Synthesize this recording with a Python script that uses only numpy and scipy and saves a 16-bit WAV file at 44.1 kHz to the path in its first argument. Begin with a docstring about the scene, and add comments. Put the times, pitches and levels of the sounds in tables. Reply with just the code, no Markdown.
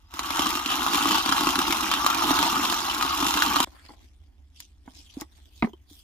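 """A hand-cranked coffee mill with a wooden box and a metal bowl crunches beans, close by, inside a small van.
From the start a low rumble and a wavering hum lie underneath; the rumble is louder while the crank turns.
Random fractures snap in the burr, knock in the box walls, thud in the drawer cavity and ring the bowl.
At 3.65 s the crank stops; hands then slide over the box with filtered noise. Damped swings and noise bursts
make the box bump on the board, most strongly near 5.6 s, and its loose fittings tick."""
import sys
import numpy as np
from scipy import signal
from scipy.fft import rfft, irfft, next_fast_len
from scipy.io import wavfile
from scipy.ndimage import uniform_filter1d, map_coordinates

SR = 44100
rng = np.random.default_rng(int(sys.argv[2]) if len(sys.argv) > 2 else 0)


def file_out(sig):
    """Save sig as 16-bit WAV at sys.argv[1]."""
    # one column per channel
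    cols = np.atleast_2d(sig).T
    # limit, then scale
    lim = np.clip(cols, -1, 1)
    pcm = np.round(lim * 32767).astype(np.int16)
    wavfile.write(sys.argv[1], SR, pcm)


N = 265923
TIME = np.arange(N) / SR  # time of each sample (s)
STOP_S = 3.648  # the crank halts

# "Relative level" means before the fixed gain that the function adds.
# Whole beans breaking [t/s, snap relative level/dB, wall knock relative level/dB,
# cavity thud relative level/dB, knock f/Hz]
BEAN_CRACKS = [(0.139, -38.5, -40, -47, 970), (0.1925, -28, -26, -43, 1120),
               (0.3052, -30.5, -28.5, -36.5, 1010), (0.393, -24.5, -25.5, -28.5, 870),
               (0.461, -41, -24.5, -45.5, 1180), (0.5532, -27.5, -30, -35.5, 1180),
               (0.6598, -27, -45, -35.5, 1080), (0.7033, -29, -28.5, -54.5, 1190),
               (0.8643, -31, -21, -40, 1200), (0.9341, -27, -26.5, -33.5, 1180),
               (0.9457, -24.5, -23, -45, 1170), (0.9548, -24.5, -33.5, -30, 1120),
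               (1.056, -32, -23, -26, 1060), (1.118, -25, -30, -36, 1010), (1.1824, -27.5, -29, -34, 1150),
               (1.2601, -25.5, -24.5, -30.5, 1050), (1.291, -28, -23, -35, 1070),
               (1.3237, -24.5, -19.5, -37, 1310), (1.3812, -33, -25.5, -46, 1130),
               (1.4705, -26.5, -23, -25.5, 1020), (1.49, -27, -27.5, -34, 1120),
               (1.556, -26.5, -27.5, -33, 1370), (1.59, -23.5, -22.5, -32, 1260),
               (1.7079, -28, -28.5, -52, 1270), (1.7245, -23, -40.5, -46, 1150),
               (1.915, -25, -22.5, -43.5, 1230), (1.9382, -25, -24, -49, 1220),
               (2.045, -31, -24, -33, 1130), (2.0638, -21.5, -17.5, -53.5, 1154),
               (2.1006, -32, -22, -42.5, 1250), (2.3076, -29, -20.5, -22, 990),
               (2.3887, -25, -22.5, -29.5, 1270), (2.4278, -24.5, -22, -40, 970),
               (2.6519, -30, -26.5, -54, 1060), (2.725, -28.5, -25, -33, 1010),
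               (3.0104, -30, -27, -62, 1254), (3.0255, -26, -25, -51, 1230), (3.226, -31, -22, -27, 1100),
               (3.266, -24.5, -39.5, -35, 970), (3.34, -25.5, -34.5, -43, 1250),
               (3.3728, -26.5, -25.5, -41.5, 1570), (3.422, -20.5, -18, -41, 1460),
               (3.5598, -24.5, -21.5, -36.5, 1220), (3.5663, -30, -20.5, -34, 1160),
               (3.6029, -22, -18.5, -27, 970)]
# How hard the burr bites, as beans wedge and give way [t/s, level/dB]
BURR_LOAD = [(0.08, -71), (0.13, -48), (0.23, -38), (0.42, -28.5), (0.55, -32), (0.64, -36.5),
             (0.72, -29.5), (0.79, -31.5), (1.07, -27), (1.16, -27), (1.23, -32.5), (1.32, -28.5),
             (1.88, -31), (2.2, -29), (2.28, -26.5), (2.45, -27.5), (3.06, -32.5), (3.26, -28),
             (3.62, -29.5)]
# A wedged bean drags along the burr and makes it rasp [start t/s, length/s, level/dB]
BEAN_SCRAPES = [(0.694, 0.046, -28.5), (1.08, 0.13, -29.5), (1.918, 0.061, -30.5), (2.896, 0.014, -29.5)]
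# The box bumping on the board [t/s, thump relative level/dB, clack relative level/dB, thump f/Hz]
BOX_BUMPS = [(3.672, -52, -42.5, 340), (3.891, -52, -42, 333), (3.904, -49, -42, 300),
             (4.877, -41, -41, 260), (5.17, -30.5, -61, 276), (5.218, -35, -33.5, 314),
             (5.6239, -28.5, -18.5, 299), (5.6267, -20.5, -23, 230), (5.6399, -21.5, -39, 247),
             (5.645, -20, -28, 241), (5.671, -39.5, -38, 402), (5.692, -55, -49, 304),
             (5.734, -43, -47.5, 358), (5.912, -49, -72, 295)]
# Sharp ticks of the loose metal fittings [t/s, click relative level/dB, ring relative level/dB, ring f/Hz]
FITTING_TICKS = [(3.886, -63, -44, 4430), (4.603, -36, -47, 8940), (5.211, -32, -49, 6930),
                 (5.733, -63, -44.5, 3120)]
# Hands sliding on the box [start t/s, length/s, hiss level/dB, murmur of the box level/dB]
HAND_STROKES = [(3.66, 0.27, -61, -57), (4.004, 0.061, -67.5, -67.5), (4.559, 0.081, -56.5, -78.5),
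                (4.864, 0.13, -63, -64.5), (4.953, 0.15, -57, -73), (5.142, 0.068, -53, -57),
                (5.318, 0.17, -66, -69.5), (5.54, 0.12, -59, -73.5), (5.903, 0.1, -57, -73)]
# Tone colour of the burr [f/Hz, relative level/dB]
BURR_COLOUR = [(900, -38), (1600, -13), (2280, -14.5), (2780, 1.5), (3050, -2.5), (4150, -3), (4700, -10.5),
               (5490, -3.5), (6550, -8.5), (6950, -5.5), (7500, -13), (9000, -17), (10250, -11),
               (11200, -15.5), (13400, -11), (15500, -18)]
# Tone colour of the box walls [f/Hz, relative level/dB]
WALL_COLOUR = [(300, -35), (520, -33.5), (640, -12.5), (780, -3.5), (930, 2.5), (1000, -6), (1110, 4.5),
               (1380, -0.5), (1750, -13.5), (2200, -13.5), (5000, -55)]
# Tone colour of the drawer cavity [f/Hz, relative level/dB]
CAVITY_COLOUR = [(30, -26.5), (110, -23.5), (160, -16.5), (220, -10), (282, -1), (345, -3), (410, -17),
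                 (520, -28), (1200, -57.5)]
# Tone colour of a bean's shell splitting [f/Hz, relative level/dB]
SHELL_COLOUR = [(500, -23), (1600, -1), (3800, -1.5), (8000, -15), (15000, -21)]
# Tone colour of the rasping burr [f/Hz, relative level/dB]
RASP_COLOUR = [(1800, -45), (2600, -5), (3000, 0), (3600, -10), (4300, -14), (7000, -29)]
# Tone colour of the box clacking on the board [f/Hz, relative level/dB]
BOARD_COLOUR = [(300, -6), (640, 4.5), (880, 6.5), (1300, -.5), (1750, -7), (2080, 2.5), (2400, -8),
                (3600, -19), (9000, -41)]
# Tone colour of skin on varnish [f/Hz, relative level/dB]
SKIN_COLOUR = [(900, -37), (2750, -7.5), (3350, 2), (3900, -4), (4900, -4), (7000, -9.5), (9500, -12.5),
               (15000, -25)]
# Tone colour of the box murmuring under the hands [f/Hz, relative level/dB]
MURMUR_COLOUR = [(100, -28), (290, 2.5), (480, -13.5), (740, -3.5), (1400, -14), (2100, -12), (4000, -28)]
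# Ringing of the metal bowl [f/Hz, relative level/dB, time to fall 60 dB/s]
BOWL_MODES = [(1981, 5.5, .13), (4984, 7.5, .24), (6955, 1.5, .11), (11703, -10, .1)]
# Tone colour of the low rumble [f/Hz, relative level/dB]
RUMBLE_COLOUR = [(32, -15.5), (44, 0.5), (78, 1), (135, -26.5), (290, -19), (480, -38.5), (2000, -40),
                 (15000, -56.5)]
# Wavering hum [mean f/Hz, relative level/dB]
HUM_TONES = [(70.0, -60)]
# How the van's echo dies away [f/Hz, time to fall 60 dB/s]
VAN_DECAY = [(200, 0.18), (1500, 0.062), (10000, 0.043)]

# burr, walls and cavity at the usual load, relative to that load (dB)
SNAP_DB, KNOCK_DB, THUD_DB = -0.5, 1, -6.5
USUAL_LOAD_DB, THUD_GROWTH = -28.5, 1.5  # load (dB); cavity gain per dB of load (dB)
# quick rise of the grinding into each split, the split itself, grinding of the pieces after: time constants (s)
RISE_S, SPLIT_S, DEBRIS_S = .001, .0018, .03
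# splinters on the steel teeth: usual pitch (Hz), scatter of log pitch, time to fall 60 dB (s)
CHIP_HZ, CHIP_SPREAD, CHIP_T60 = 3350, .24, .018
CHIPS_DB, TAPS_DB = -5, -4  # small pieces in the burr and on the walls, relative to the crunch there (dB)
HOUSING_DB, HOUSING_T60 = -9, .013  # steel housing: level relative to the direct snap (dB), t60 (s)
SCRAPE_FADE_S = 0.0059
# clack and loose drawer's rattle: time constants (s), rattle relative to clack (dB)
CLACK_S, RATTLE_S, RATTLE_DB = .0026, .011, -11
CONTACT_HZ = 16000  # treble cut-off of a contact whose table level is 0 dB
STROKE_ATTACK_S, STROKE_RELEASE_S = 0.012, 0.026
GRIP_DB = -76.5  # skin creeping on the varnish between strokes
TOP_HZ = 15200  # upper band limit


def grinding():
    """Crumbs and whole beans break in the burr; each fracture shakes every part with its own strength."""
    load_db = np.interp(TIME, *np.transpose(BURR_LOAD))
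    cavity_load_db = USUAL_LOAD_DB + THUD_GROWTH * (load_db - USUAL_LOAD_DB)
    force = crumbs(rate=800, spread_db=3.8, clump_db=1.3, dust=.65)
    push = force ** 0.71  # the heavy box evens out the small fractures

    snap = np.hypot(amp(load_db + SNAP_DB), amp(-12) * debris(1)) * burr_crunch(force)
    knock = np.hypot(amp(load_db + KNOCK_DB), amp(-15) * debris(2)) * wall_rattle(push)
    cavity = unit(shaken(push * amp(2.7 * wobble(29.84)), CAVITY_COLOUR))
    thud = np.hypot(amp(cavity_load_db + THUD_DB), amp(-9) * debris(3)) * cavity
    add_cracks(snap, knock, thud)
    snap = snap + scrapes(force)

    bowl_drive = unit(np.abs(snap) ** .7 * noise())
    ring = amp(-81.5) * bowl(bowl_drive)
    snap = housing(stereo(snap, side_db=-6, lead_ms=0.07, pan_db=-1))
    knock = stereo(knock, side_db=-11, lead_ms=0.18, pan_db=1.7)
    thud = stereo(thud, side_db=-21.5, lead_ms=0.097, pan_db=-2.0)
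    turning = np.clip((STOP_S - TIME) / 0.00233, 0, 1)  # fades to silence just before the stop
    return van(snap + knock + thud + ring) * turning


def burr_crunch(force):
    """Small fractures excite the burr while loose pieces ping on its teeth."""
    crunch = unit(recoloured(shaken(force, BURR_COLOUR), depth_db=1.8, size=10))
    chips = amp(CHIPS_DB) * pings(300, CHIP_HZ, CHIP_T60, spread=.16, wander=.13)
    return unit(crunch + chips)


def wall_rattle(push):
    """Fractures shake the wooden walls while small pieces tap them."""
    rattle = unit(recoloured(shaken(push, WALL_COLOUR), depth_db=2.5, size=4))
    taps = amp(TAPS_DB) * pings(190, 1130, .014, spread=.13, wander=.1)
    return unit(rattle + through(taps, [(450, -28.5), (800, 0.5)]))


def add_cracks(snap, knock, thud):
    """Each whole bean splits sharply, swings the walls and then the air in the cavity."""
    for s, snap_db, knock_db, thud_db, hz in BEAN_CRACKS:
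        swing = pulse(hz, t60=.011, attack=.0004)
        add(snap, s, amp(snap_db + 22) * burst(SHELL_COLOUR, life=SPLIT_S))  # the bean splits
        add(snap, s, amp(snap_db + 23.5) * burst(BURR_COLOUR, life=0.0034))  # crumbles
        add(snap, s, amp(snap_db + 18.0) * chip())  # and flings a splinter
        add(knock[:1], s, amp(knock_db + 25.5) * swing)
        add(knock[1:], s, amp(knock_db + 27.0) * burst(WALL_COLOUR, life=0.0015)[:1])
        add(thud[:1], s + 0.0014, amp(thud_db + 28.5) * pulse(289.3, t60=0.038, attack=0.0028))


def debris(column):
    """Envelope of extra grinding round each broken bean, following one level column of its crack."""
    energy = sum((amp(row[column]) * swell(row[0], 0, RISE_S, DEBRIS_S)) ** 2 for row in BEAN_CRACKS)
    return np.sqrt(energy)


def scrapes(force):
    """The burr's resonance swells while a bean drags along it."""
    drag = sum(amp(db) * swell(s, length, SCRAPE_FADE_S, SCRAPE_FADE_S) for s, length, db in BEAN_SCRAPES)
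    return drag * unit(shaken(force, RASP_COLOUR))


def crumbs(rate, spread_db, clump_db, dust):
    """Strength of countless small fractures or slips: random sizes, in clumps, over fine scraping."""
    sizes = amp(spread_db * np.minimum(rng.standard_normal(N), 2))
    grains = unit((rng.random(N) < rate / SR) * sizes)
    return np.hypot(grains, dust) * amp(clump_db * np.clip(wobble(130), -2, 2))


def pings(rate, hz, t60, spread, wander, count=640):
    """Countless small impacts, each ringing at its own pitch; the favoured pitch wanders in time."""
    start = rng.integers(N, size=int(rate * N / SR))
    pitch, size, common, unrelated = rng.standard_normal((4, len(start), 1))
    t = np.arange(count) / SR
    own_hz = hz * np.exp(spread * pitch + wander * wobble(14)[start, None])
    rings = amp(3 * np.minimum(size, 2) - 60 * t / t60) * np.sin(2 * np.pi * own_hz * t)
    where = (start[:, None] + np.arange(count)).ravel()
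    rows = []
    for share in (common, unrelated):  # each ping has its own share in each row
        weights = (np.tanh(share) * rings).ravel()
        rows.append(np.bincount(where, weights, N)[:N])
    return unit(np.array(rows))


def chip(count=3):
    """A splinter rings the steel teeth at a few pitches of its own: two rows, each of energy 1."""
    pitches = CHIP_HZ * np.exp(CHIP_SPREAD * rng.standard_normal(count))
    return energy_one(ringing([(hz, 0, CHIP_T60) for hz in pitches]))


def housing(x, count=1024):
    """The steel housing swells and rings briefly; dense modes are modelled by a different noise tail per side."""
    t = np.arange(count) / SR
    modes = rng.standard_normal((2, count)) * t ** 2 * amp(-60 * t / HOUSING_T60)
    ring = signal.fftconvolve(x, energy_one(modes), axes=1)[:, :N]
    return (x + amp(HOUSING_DB) * ring) / np.hypot(1, amp(HOUSING_DB))


def bowl(drive):
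    """The metal bowl rings on, as a sum of decaying modes, after whatever drives it."""
    return signal.fftconvolve(drive, ringing(BOWL_MODES), axes=1)[:, :N]


def bumps():
    """The box drops on an edge with a hollow thump, a clack and a short rattle; loose fittings tick brightly."""
    wood, ticks = np.zeros((2, 2, N))
    for s, thump_db, clack_db, hz in BOX_BUMPS:
        clack = burst(BOARD_COLOUR, life=CLACK_S)
        clack = clack + amp(RATTLE_DB) * burst(BOARD_COLOUR, life=RATTLE_S)
        softness = signal.butter(2, CONTACT_HZ * np.sqrt(amp(clack_db)), fs=SR)  # gentle contacts are duller
        add(wood[:1], s, amp(thump_db + 26.0) * pulse(hz, t60=0.043, attack=0.0022))
        add(wood, s, amp(clack_db + 21.5) * signal.lfilter(*softness, clack))
    tick_colour = [(300, -4), (3000, 2), (6800, 8), (9000, -2), (15000, 3)]  # f/Hz, relative level/dB
    for s, click_db, ring_db, hz in FITTING_TICKS:
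        add(ticks[:1], s, amp(ring_db + 21) * pulse(hz, t60=.03, attack=.0004))
        add(ticks, s, amp(click_db + 23.0) * burst(tick_colour, life=0.0022))
    ticks = ticks + amp(-66) * bowl(ticks + 2 * wood)
    wood = stereo(wood, side_db=-10, lead_ms=.1, pan_db=-1.2)
    return wood + stereo(ticks, side_db=0, lead_ms=.05, pan_db=-.3)


def hands():
    """Skin sticks and scrapes on the varnish in shifting colours, and the box murmurs with it."""
    levels = amp(GRIP_DB)
    for s, length, hiss_db, murmur_db in HAND_STROKES:
        stroke = swell(s, length, STROKE_ATTACK_S, STROKE_RELEASE_S)
        levels = levels + amp([[hiss_db], [murmur_db]]) * stroke
    hiss, murmur = levels
    slips = crumbs(rate=600, spread_db=3.5, clump_db=1.5, dust=.9)

    def rub(colour):
        """Noise shaped by the slips and heard through a body."""
        return unit(through(recoloured(slips * noise(), depth_db=4.5, size=14), colour))

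    sound = hiss * stereo(rub(SKIN_COLOUR), side_db=-1.5, lead_ms=0.05, pan_db=0.2)
    sound += murmur * stereo(rub(MURMUR_COLOUR), side_db=-0.5, lead_ms=0.073, pan_db=0.5)
    # the last slides hiss more brightly
    sound += hiss * np.interp(TIME, [5, 6], [0, .8]) * rub([(5000, -26.0), (13500, -4.5)])
    return sound * (TIME > STOP_S)


def van(x):
    """The close plywood walls answer briefly, weakly in the bass; the answer is redrawn every 0.2 s."""
    late, size = np.zeros((2, N)), SR // 5
    for start in range(0, N, size):
        echo = signal.fftconvolve(x[:, start:start + size], tail(VAN_DECAY), axes=1)
        add(late, start / SR + .0025, echo)
    return x + amp(-10.5) * through(late, [(300, -9.5), (1000, 2.5)])


def tail(decay, count=11025):
    """Two unrelated noise tails of energy 1; each frequency dies at its own speed."""
    hz, t, z = signal.stft(rng.standard_normal((2, count)), SR, nperseg=256)
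    fading = z * amp(-60 * t / along(decay, hz)[:, None])
    return energy_one(signal.istft(fading, SR, nperseg=256)[1])


def background():
    """A low noise rumble with a wavering hum; the cranking arm shakes the board and makes the rumble louder."""
    cranking = np.interp(TIME, [.1, .4, STOP_S, STOP_S + 0.1], [0, 1, 1, 0])
    rumble = amp(-55.5 + 7.2 * cranking) * unit(through(noise(), RUMBLE_COLOUR))
    for hz, db in HUM_TONES:
        level = amp(db + 0.5 + 2.4 * wobble(5.5))
        rumble[0] += level * np.sin(2 * np.pi * hz * TIME + wobble(7.9))
    return stereo(rumble, side_db=-13.0, lead_ms=0.17, pan_db=-1.3)


def amp(db):
    """Turn decibels into a plain factor."""
    return 10 ** (np.asarray(db) / 20)


def unit(x):
    """Scale to an average power of 1."""
    return x / np.sqrt(np.mean(x ** 2) + 1e-20)


def energy_one(x):
    """Scale each row to a total energy of 1."""
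    return x / np.linalg.norm(x, axis=1, keepdims=True)


def noise():
    """Two unrelated rows of white noise."""
    return rng.standard_normal((2, N))


def along(points, hz):
    """Read (f/Hz, value) points on a log frequency axis."""
    f, v = np.transpose(points)
    return np.interp(np.log(hz + 1), np.log(f + 1), v)


def wobble(rate):
    """A smooth random curve, rate knots a second."""
    return map_coordinates(rng.standard_normal(int(N * rate / SR) + 4), [TIME * rate])


def swell(s, length, attack, release):
    """An envelope that rises towards time s, holds for length and dies away (all in s)."""
    t = TIME - s
    return np.exp(np.minimum(t, 0) / attack - np.maximum(t - length, 0) / release)


def filtered(x, response):
    """Multiply the spectrum of x by a response that depends on frequency."""
    m = next_fast_len(N + SR // 2)
    return irfft(rfft(x, m) * response(np.fft.rfftfreq(m, 1 / SR)), m)[..., :N]


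def through(x, colour, size=4096):
    """Send rows of x through a body with this colour that responds only after it is struck."""
    cepstrum = irfft(np.log(amp(along(colour, np.fft.rfftfreq(size, 1 / SR)))))
    cepstrum[1:size // 2] *= 2  # folding the cepstrum gives a minimum-phase response
    cepstrum[size // 2 + 1:] = 0
    response = irfft(np.exp(rfft(cepstrum)))
    return signal.fftconvolve(x, response[None], axes=1)[:, :x.shape[1]]


def shaken(drive, colour):
    """A body shaken by noise whose strength follows the drive."""
    return through(drive * noise(), colour)


def recoloured(x, depth_db, size):
    """The colour shifts from moment to moment; random gains are smoothed over size frames of about 3 ms."""
    z = signal.stft(x, nperseg=256)[2]
    field = uniform_filter1d(rng.standard_normal(z.shape[1:]), 5, 0)
    field = uniform_filter1d(field, size, 1)
    return signal.istft(z * amp(depth_db * unit(field)), nperseg=256)[1][:, :N]


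def burst(colour, life, size=3000):
    """A brief run of tiny fractures or contacts, as fading noise through a body: two rows, each of energy 1."""
    fading = rng.standard_normal((2, size)) * np.exp(-np.arange(size) / SR / life)
    return energy_one(through(fading, colour))


def pulse(hz, t60, attack, count=5000):
    """One damped ringing tone of a panel, cavity or fitting, energy 1."""
    t = np.arange(count) / SR
    swing = np.sin(2 * np.pi * hz * t) * amp(-60 * t / t60) * (1 - np.exp(-t / attack))
    return energy_one(swing[None])


def ringing(modes, count=14700):
    """Two rows of decaying modes, struck at random phases."""
    t = np.arange(count) / SR
    ring = 0
    for hz, db, t60 in modes:
        ring = ring + amp(db - 60 * t / t60) * np.sin(2 * np.pi * (hz * t + rng.random((2, 1))))
    return ring * (1 - np.exp(-t / .0005))


def add(track, s, sound):
    """Mix a sound into the track at time s."""
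    part = track[:, round(s * SR):][:, :sound.shape[1]]
    part += sound[:, :part.shape[1]]


def stereo(pair, side_db, lead_ms, pan_db):
    """A common and an unrelated row become left and right; left leads for positive lead_ms."""
    mid, side = pair[0], amp(side_db) * pair[1]
    both = np.array([mid + side, mid - side]) / np.hypot(1, amp(side_db))
    both = both * amp([[pan_db / 2], [-pan_db / 2]])

    def lead(hz):
        """Opposite phase shifts, held constant above a quarter cycle of lead."""
        return np.exp(np.outer([1j, -1j], np.pi * np.minimum(hz * lead_ms / 1000, 1 / 4)))

    return filtered(both, lead)


def scene():
    """Grinding, then box and hands in the same van, over the background."""
    return grinding() + van(bumps() + hands()) + background()


def record(dry):
    """Limit peaks to 0.9 and cut steeply above the band limit."""
    return filtered(np.clip(dry, -.9, .9), lambda hz: 1 / np.sqrt(1 + (hz / TOP_HZ) ** 120))


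dry = scene()
out = record(dry)
file_out(out)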